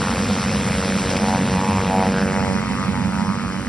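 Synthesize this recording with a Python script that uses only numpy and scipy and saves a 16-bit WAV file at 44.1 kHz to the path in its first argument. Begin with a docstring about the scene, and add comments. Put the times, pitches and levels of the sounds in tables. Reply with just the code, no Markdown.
"""Turboprop taxiing away

A single-engine turboprop taxis away over a grass airfield, heard through a phone's two microphone ports.
The propeller is a harmonic series at about 94 blade passages a second; roar and slipstream are shaped noise.
The exhaust stub's hoot and the compressor's whine are noise in a resonance.
The ports differ in phase and level by frequency, and their pattern widens as the view zooms out."""
import sys
import numpy as np
from scipy import signal
from scipy.fft import rfft, irfft
from scipy.io import wavfile

SR = 44100
rng = np.random.default_rng(int(sys.argv[2]) if len(sys.argv) > 2 else 0)


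def file_out(sig):
    """Save sig as 16-bit WAV at sys.argv[1]."""
    # one column per channel
    cols = np.atleast_2d(sig).T
    # limit, then scale
    lim = np.clip(cols, -1, 1)
    pcm = np.round(lim * 32767).astype(np.int16)
    wavfile.write(sys.argv[1], SR, pcm)


N = 162288
T = np.arange(N) / SR
HZ = np.maximum(np.arange(N // 2 + 1) * SR / N, 1)


def amp(db):
    """Decibel definition: an amplitude ratio is 10^(dB/20)."""
    return 10 ** (np.asarray(db) / 20)


def rms_one(x):
    """Normalisation to unit root mean square."""
    return x / np.sqrt(np.mean(x ** 2) + 1e-20)


def in_time(rows):
    """Linear interpolation in time of each column after t."""
    times, *columns = np.transpose(rows)
    return [np.interp(T, times, column) for column in columns]


def at_hz(points, hz, axis=1):
    """Interpolation of one column along logarithmic frequency."""
    points = np.array(points)
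    return np.interp(np.log(hz), np.log(points[:, 0]), points[:, axis])


def drift(rate_hz):
    """Random modulation: white noise through a double real pole at rate_hz, near unit spread."""
    step = 32  # samples between computed points
    pole = np.exp(-2 * np.pi * rate_hz * step / SR)
    white = rng.standard_normal(N // step + 2002)
    slow = signal.lfilter([1], [1, -2 * pole, pole * pole], white)[2000:]
    return np.interp(np.arange(N) / step, np.arange(len(slow)), rms_one(slow - slow.mean()))


def patchy_noise(shape, patchy_db, rate_hz):
    """Turbulence as shaped noise whose overlapping bands swell mostly alone, slightly together; rms 1."""
    spectrum = rfft(rng.standard_normal(N)) * amp(at_hz(shape, HZ)) * (HZ > shape[0][0] / 2)
    out, together = 0, drift(rate_hz)
    lowest, highest = np.log2(shape[0][0]) - 1, np.log2(shape[-1][0]) + 1
    for centre in np.arange(lowest, highest, .5):  # octaves
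        band = np.cos(np.pi / 2 * np.clip((np.log2(HZ) - centre) * 2, -1, 1)) ** 2
        swell_db = patchy_db * (0.093 * together + drift(rate_hz))
        out = out + amp(swell_db) * irfft(spectrum * band, N)
    return rms_one(out)


def resonant_noise(centre_hz, width_hz):
    """Resonance: noise peaked at centre_hz, width_hz wide at half amplitude; rms 1."""
    response = 1 / (1 + (2 * (HZ - centre_hz) / width_hz) ** 2)
    return rms_one(irfft(rfft(rng.standard_normal(N)) * response, N))


# blade passage rate: t/s, f/Hz
BLADE_RATE = [(0, 92.2), (.46, 92.8), (.94, 93.7), (1.77, 94.6), (2.18, 94.95), (2.45, 94.6), (2.75, 94.7),
              (2.9, 95.0), (3.68, 95.1)]
FIRST_TURN = 1.747  # starting phase, rad


def blade_passage():
    """Phase is the time integral of frequency: one cycle is one blade passage."""
    rate_hz, = in_time(BLADE_RATE)
    return rate_hz, FIRST_TURN + 2 * np.pi * np.cumsum(rate_hz) / SR


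# relative strength of the blade harmonics: f/Hz, level/dB
SLAP_COLOUR = [(90, -1.5), (190, 5.5), (280, -4), (380, -6), (470, -1), (600, -3.5), (850, -3.5),
               (1100, -6), (1400, -5), (2400, -23.5), (3300, -23.5)]
# loudness of the slap as the plane turns away: t/s, low level/dB, middle level/dB, upper level/dB
SLAP_LEVEL = [(0, -33, -38, -35), (.5, -36.5, -37.5, -35.5), (.9, -29, -34, -38), (1.3, -30, -33, -37),
              (1.7, -31.5, -35, -38), (2.15, -26, -31, -34.5), (2.55, -30.5, -32, -35),
              (2.75, -39.5, -35, -38), (3.2, -40.5, -35, -40), (3.68, -39.5, -42, -35)]
# centres of the low, middle and upper bands: f/Hz
SLAP_BANDS_HZ = [470, 850, 1450]
# a band of the slap swells briefly: centre t/s, length/s, centre f/Hz, gain level/dB
SWELLS = [(0.105, 0.18, 990, 9), (0.087, 0.39, 1400, 5), (0.392, 0.09, 1330, 7), (0.8, 0.16, 1480, 6),
          (1.31, 0.17, 830, 11), (1.69, 0.4, 980, 11), (1.74, 0.36, 2400, 11), (1.99, 0.2, 820, 12),
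          (2.174, .2, 1550, 8), (2.42, 0.22, 800, 5.5), (2.655, .09, 1100, 7), (2.72, .07, 930, 7),
          (2.82, .14, 1170, 8), (2.75, .8, 2080, 11), (2.975, .1, 960, 7), (3.14, 0.16, 1380, 9),
          (3.19, .15, 870, 7), (3.305, 0.1, 1130, 9), (3.45, 0.12, 1220, 8)]
SWELL_HZ = 215  # half width
WAVER_DB, OWN_WAVER_DB, WAVER_HZ = 1.4, 1.0, 9  # shared by neighbouring harmonics; each one's own
JITTER_S, JITTER_HZ = .00004, 25.4  # blade timing
UNEVEN_DB, UNEVEN_HZ = 1.6, 45  # stroke-to-stroke strength at the upper band, in proportion to frequency
SPREAD_RAD = .016  # phase lag per squared distance from the ninth harmonic
BRIGHTEN_DB = 1  # rise per second and octave above the upper band


def slap_level_db(k, hz, levels):
    """Spectral envelope in time: band levels and passing swells at the k-th harmonic."""
    shares = [np.interp(np.log(hz), np.log(SLAP_BANDS_HZ), row) for row in np.eye(3)]
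    level_db = shares @ levels if k > 2 else levels.mean()  # the lowest two keep one steady level
    for time, length, centre_hz, gain_db in SWELLS:
        if abs(hz - centre_hz) < 2 * SWELL_HZ:
            distance = ((hz - centre_hz) / SWELL_HZ) ** 4 + (2 * (T - time) / length) ** 4
            level_db = level_db + gain_db * np.exp(-distance)
    octaves_above = max(np.log2(hz / SLAP_BANDS_HZ[-1]), 0)
    return level_db + BRIGHTEN_DB * T * octaves_above + at_hz(SLAP_COLOUR, hz)


def slaps(turn, rate_hz):
    """Fourier synthesis: phase-related blade harmonics make each passage a short pulse of shifting colour."""
    groups, levels = [drift(WAVER_HZ) for _ in range(11)], np.array(in_time(SLAP_LEVEL))
    turn = turn + 2 * np.pi * rate_hz * JITTER_S * drift(JITTER_HZ)
    uneven_db = UNEVEN_DB * drift(UNEVEN_HZ)
    out = 0
    for k in range(1, 35):
        hz = k * rate_hz.mean()
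        group, part = divmod(k / 4, 1)
        shared = (1 - part) * groups[int(group)] + part * groups[int(group) + 1]
        waver_db = WAVER_DB * shared + OWN_WAVER_DB * drift(WAVER_HZ)
        db = slap_level_db(k, hz, levels) + waver_db + uneven_db * hz / SLAP_BANDS_HZ[-1]
        phase = k * turn - SPREAD_RAD * (k - 9) ** 2 + .3 * drift(3)
        out = out + amp(db) * np.sin(phase)
    return out


# slipstream before trim and gating: t/s, body level/dB, hiss level/dB
WASH = [(0, -34.5, -44.5), (1.1, -34.5, -44), (2.1, -35, -48), (2.7, -37, -50.5), (3.68, -41, -53)]
# spectrum of the body: f/Hz, level/dB (per Hz)
BODY_SHAPE = [(250, -18), (420, -6), (900, -4), (2000, -5.5), (2500, -6), (3200, -17), (4500, -29)]
# spectrum of the hiss: f/Hz, level/dB (per Hz)
HISS_SHAPE = [(1800, -0.5), (3000, -1), (5800, 1), (6500, -6), (8400, 0.5), (9300, -10.5), (11000, -12.5),
              (11700, -21)]
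# the wash spits: t/s, gain level/dB
GUSTS = [(1.108, 4), (1.17, 5)]
GUST_S = 0.007  # half length
BODY_DB, HISS_DB = -1, 12  # trims added to the table
BODY_GATE_DB, HISS_GATE_DB, GATE_SHARP = 10, 3, 2.2  # swell at each blade passage
BODY_PATCHY_DB, HISS_PATCHY_DB = 1.2, 1.4


def slipstream(turn):
    """Amplitude modulation: turbulent noise, in a body and a hiss, swells with each blade."""
    body_db, hiss_db = in_time(WASH)
    spit_db = sum(db * np.exp(-((T - time) / GUST_S) ** 2) for time, db in GUSTS)
    passage = ((1 + np.cos(turn)) / 2) ** GATE_SHARP
    body_gain = amp(body_db + BODY_DB + spit_db + BODY_GATE_DB * passage)
    hiss_gain = amp(hiss_db + HISS_DB + spit_db + HISS_GATE_DB * passage)
    body = body_gain * patchy_noise(BODY_SHAPE, BODY_PATCHY_DB, 16.0)
    hiss = hiss_gain * patchy_noise(HISS_SHAPE, HISS_PATCHY_DB, 15.0)
    return body + hiss


PIPE_HZ, PIPE_WIDTH_HZ, PIPE_DB = 504.4, 95, -38
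PIPE_FOLLOWS = 2.7  # dB of change per dB of change in the slipstream body


def exhaust_stub():
    """Pipe resonance: noise hoots at one mode and fades faster than the slipstream body."""
    body_db = in_time(WASH)[0]
    level_db = PIPE_DB + PIPE_FOLLOWS * (body_db - body_db.mean())
    return amp(level_db) * resonant_noise(PIPE_HZ, PIPE_WIDTH_HZ)


WHINE_HZ, WHINE_WIDTH_HZ = 7180, 150
WHINE_DB = 6.5  # above the hiss column of the slipstream table


def compressor_whine():
    """Narrow-band noise: a noisy tone that follows the hiss level."""
    hiss_db = in_time(WASH)[1]
    return amp(hiss_db + WHINE_DB) * resonant_noise(WHINE_HZ, WHINE_WIDTH_HZ)


# exhaust roar before trim: t/s, level/dB
ROAR_LEVEL = [(0, -20.5), (1.7, -19.5), (2.4, -21), (3.68, -23)]
# spectrum of the roar: f/Hz, level/dB (per Hz)
ROAR_SHAPE = [(25, -44), (40, -30.5), (60, -11), (165, -10), (205, 0), (240, -9), (290, -17.5), (420, -31)]
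ROAR_DB, ROAR_PATCHY_DB = -1, 1  # trim; swell of the noise bands


def exhaust_roar():
    """Broadband jet noise: low shaped noise with slowly swelling bands."""
    level_db = in_time(ROAR_LEVEL)[0] + ROAR_DB
    return amp(level_db) * patchy_noise(ROAR_SHAPE, ROAR_PATCHY_DB, 2.2)


SCATTER_S = .04  # decay time of the random echo pattern


def scatter(spectrum):
    """Diffuse arrival: decaying random echoes, apart for each port, alter phase but not magnitude."""
    echoes = rfft(rng.standard_normal((2, N)) * np.exp(-T / SCATTER_S))
    return spectrum * echoes / np.abs(echoes)


# treble shared by both port patterns:
# f/Hz, left lead/half turns, left minus right level/dB, scattered share level/dB
PORTS_TREBLE = [(5950, .45, 0, -4), (6550, .97, 0, -18), (6850, 1, 0, -60), (7950, 1, 0, -60),
                (8300, 1.1, 0, -7), (8900, 1.5, 0, -4), (9600, 2, 0, -60)]


def ports(direct, scattered, pattern):
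    """Interchannel phase and level difference, with partial coherence from each port's own echoes."""
    pattern = [*pattern, *PORTS_TREBLE]
    lead = np.pi * at_hz(pattern, HZ)
    pan_db = at_hz(pattern, HZ, axis=2)
    loose = amp(at_hz(pattern, HZ, axis=3))
    side = np.array([[.5], [-.5]])  # each port takes half the difference
    mixed = np.sqrt(1 - loose ** 2) * direct + loose * scattered
    return irfft(amp(side * pan_db) * np.exp(1j * side * lead) * mixed, N)


# narrow, then wide, port pattern below the treble:
# f/Hz, left lead/half turns, left minus right level/dB, scattered share level/dB
PORTS_NARROW = [(60, 0, 0, -30), (690, .02, -1.2, -16), (1100, .03, .8, -20), (1750, 0, 0, -28),
                (2450, .07, 0, -13), (3400, 0, 0, -30), (4450, .05, 0, -13), (5100, .02, 0, -22)]
PORTS_WIDE = [(60, 0, -1, -26), (190, 0, -5.5, -16), (400, -.03, -5, -11), (690, .42, -1, -9),
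              (1050, .14, 4, -13), (1700, .04, 2, -18), (2700, .5, -2, -4), (3500, .87, 0, -4),
              (4300, .55, 1.5, -2), (5200, .12, -.5, -9)]
WIDEN_S, WIDEN_TAKES_S = 2.33, 0.29  # middle and length of the widening


def scene():
    """Superposition: the sources add, then the narrow port pattern cross-fades to the wide one."""
    rate_hz, turn = blade_passage()
    plane = slaps(turn, rate_hz) + slipstream(turn) + exhaust_stub() + compressor_whine() + exhaust_roar()
    direct = rfft(plane)
    scattered = scatter(direct)
    wide = np.clip((T - WIDEN_S) / WIDEN_TAKES_S + .5, 0, 1)
    narrow_part = (1 - wide) * ports(direct, scattered, PORTS_NARROW)
    return narrow_part + wide * ports(direct, scattered, PORTS_WIDE)


CUTOFF_HZ = 11800


def record(dry):
    """Low-pass filtering: a steep elliptic filter removes the top."""
    return signal.sosfilt(signal.ellip(14, .5, 75, CUTOFF_HZ, fs=SR, output="sos"), dry)


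dry = scene()
out = record(dry)
file_out(out)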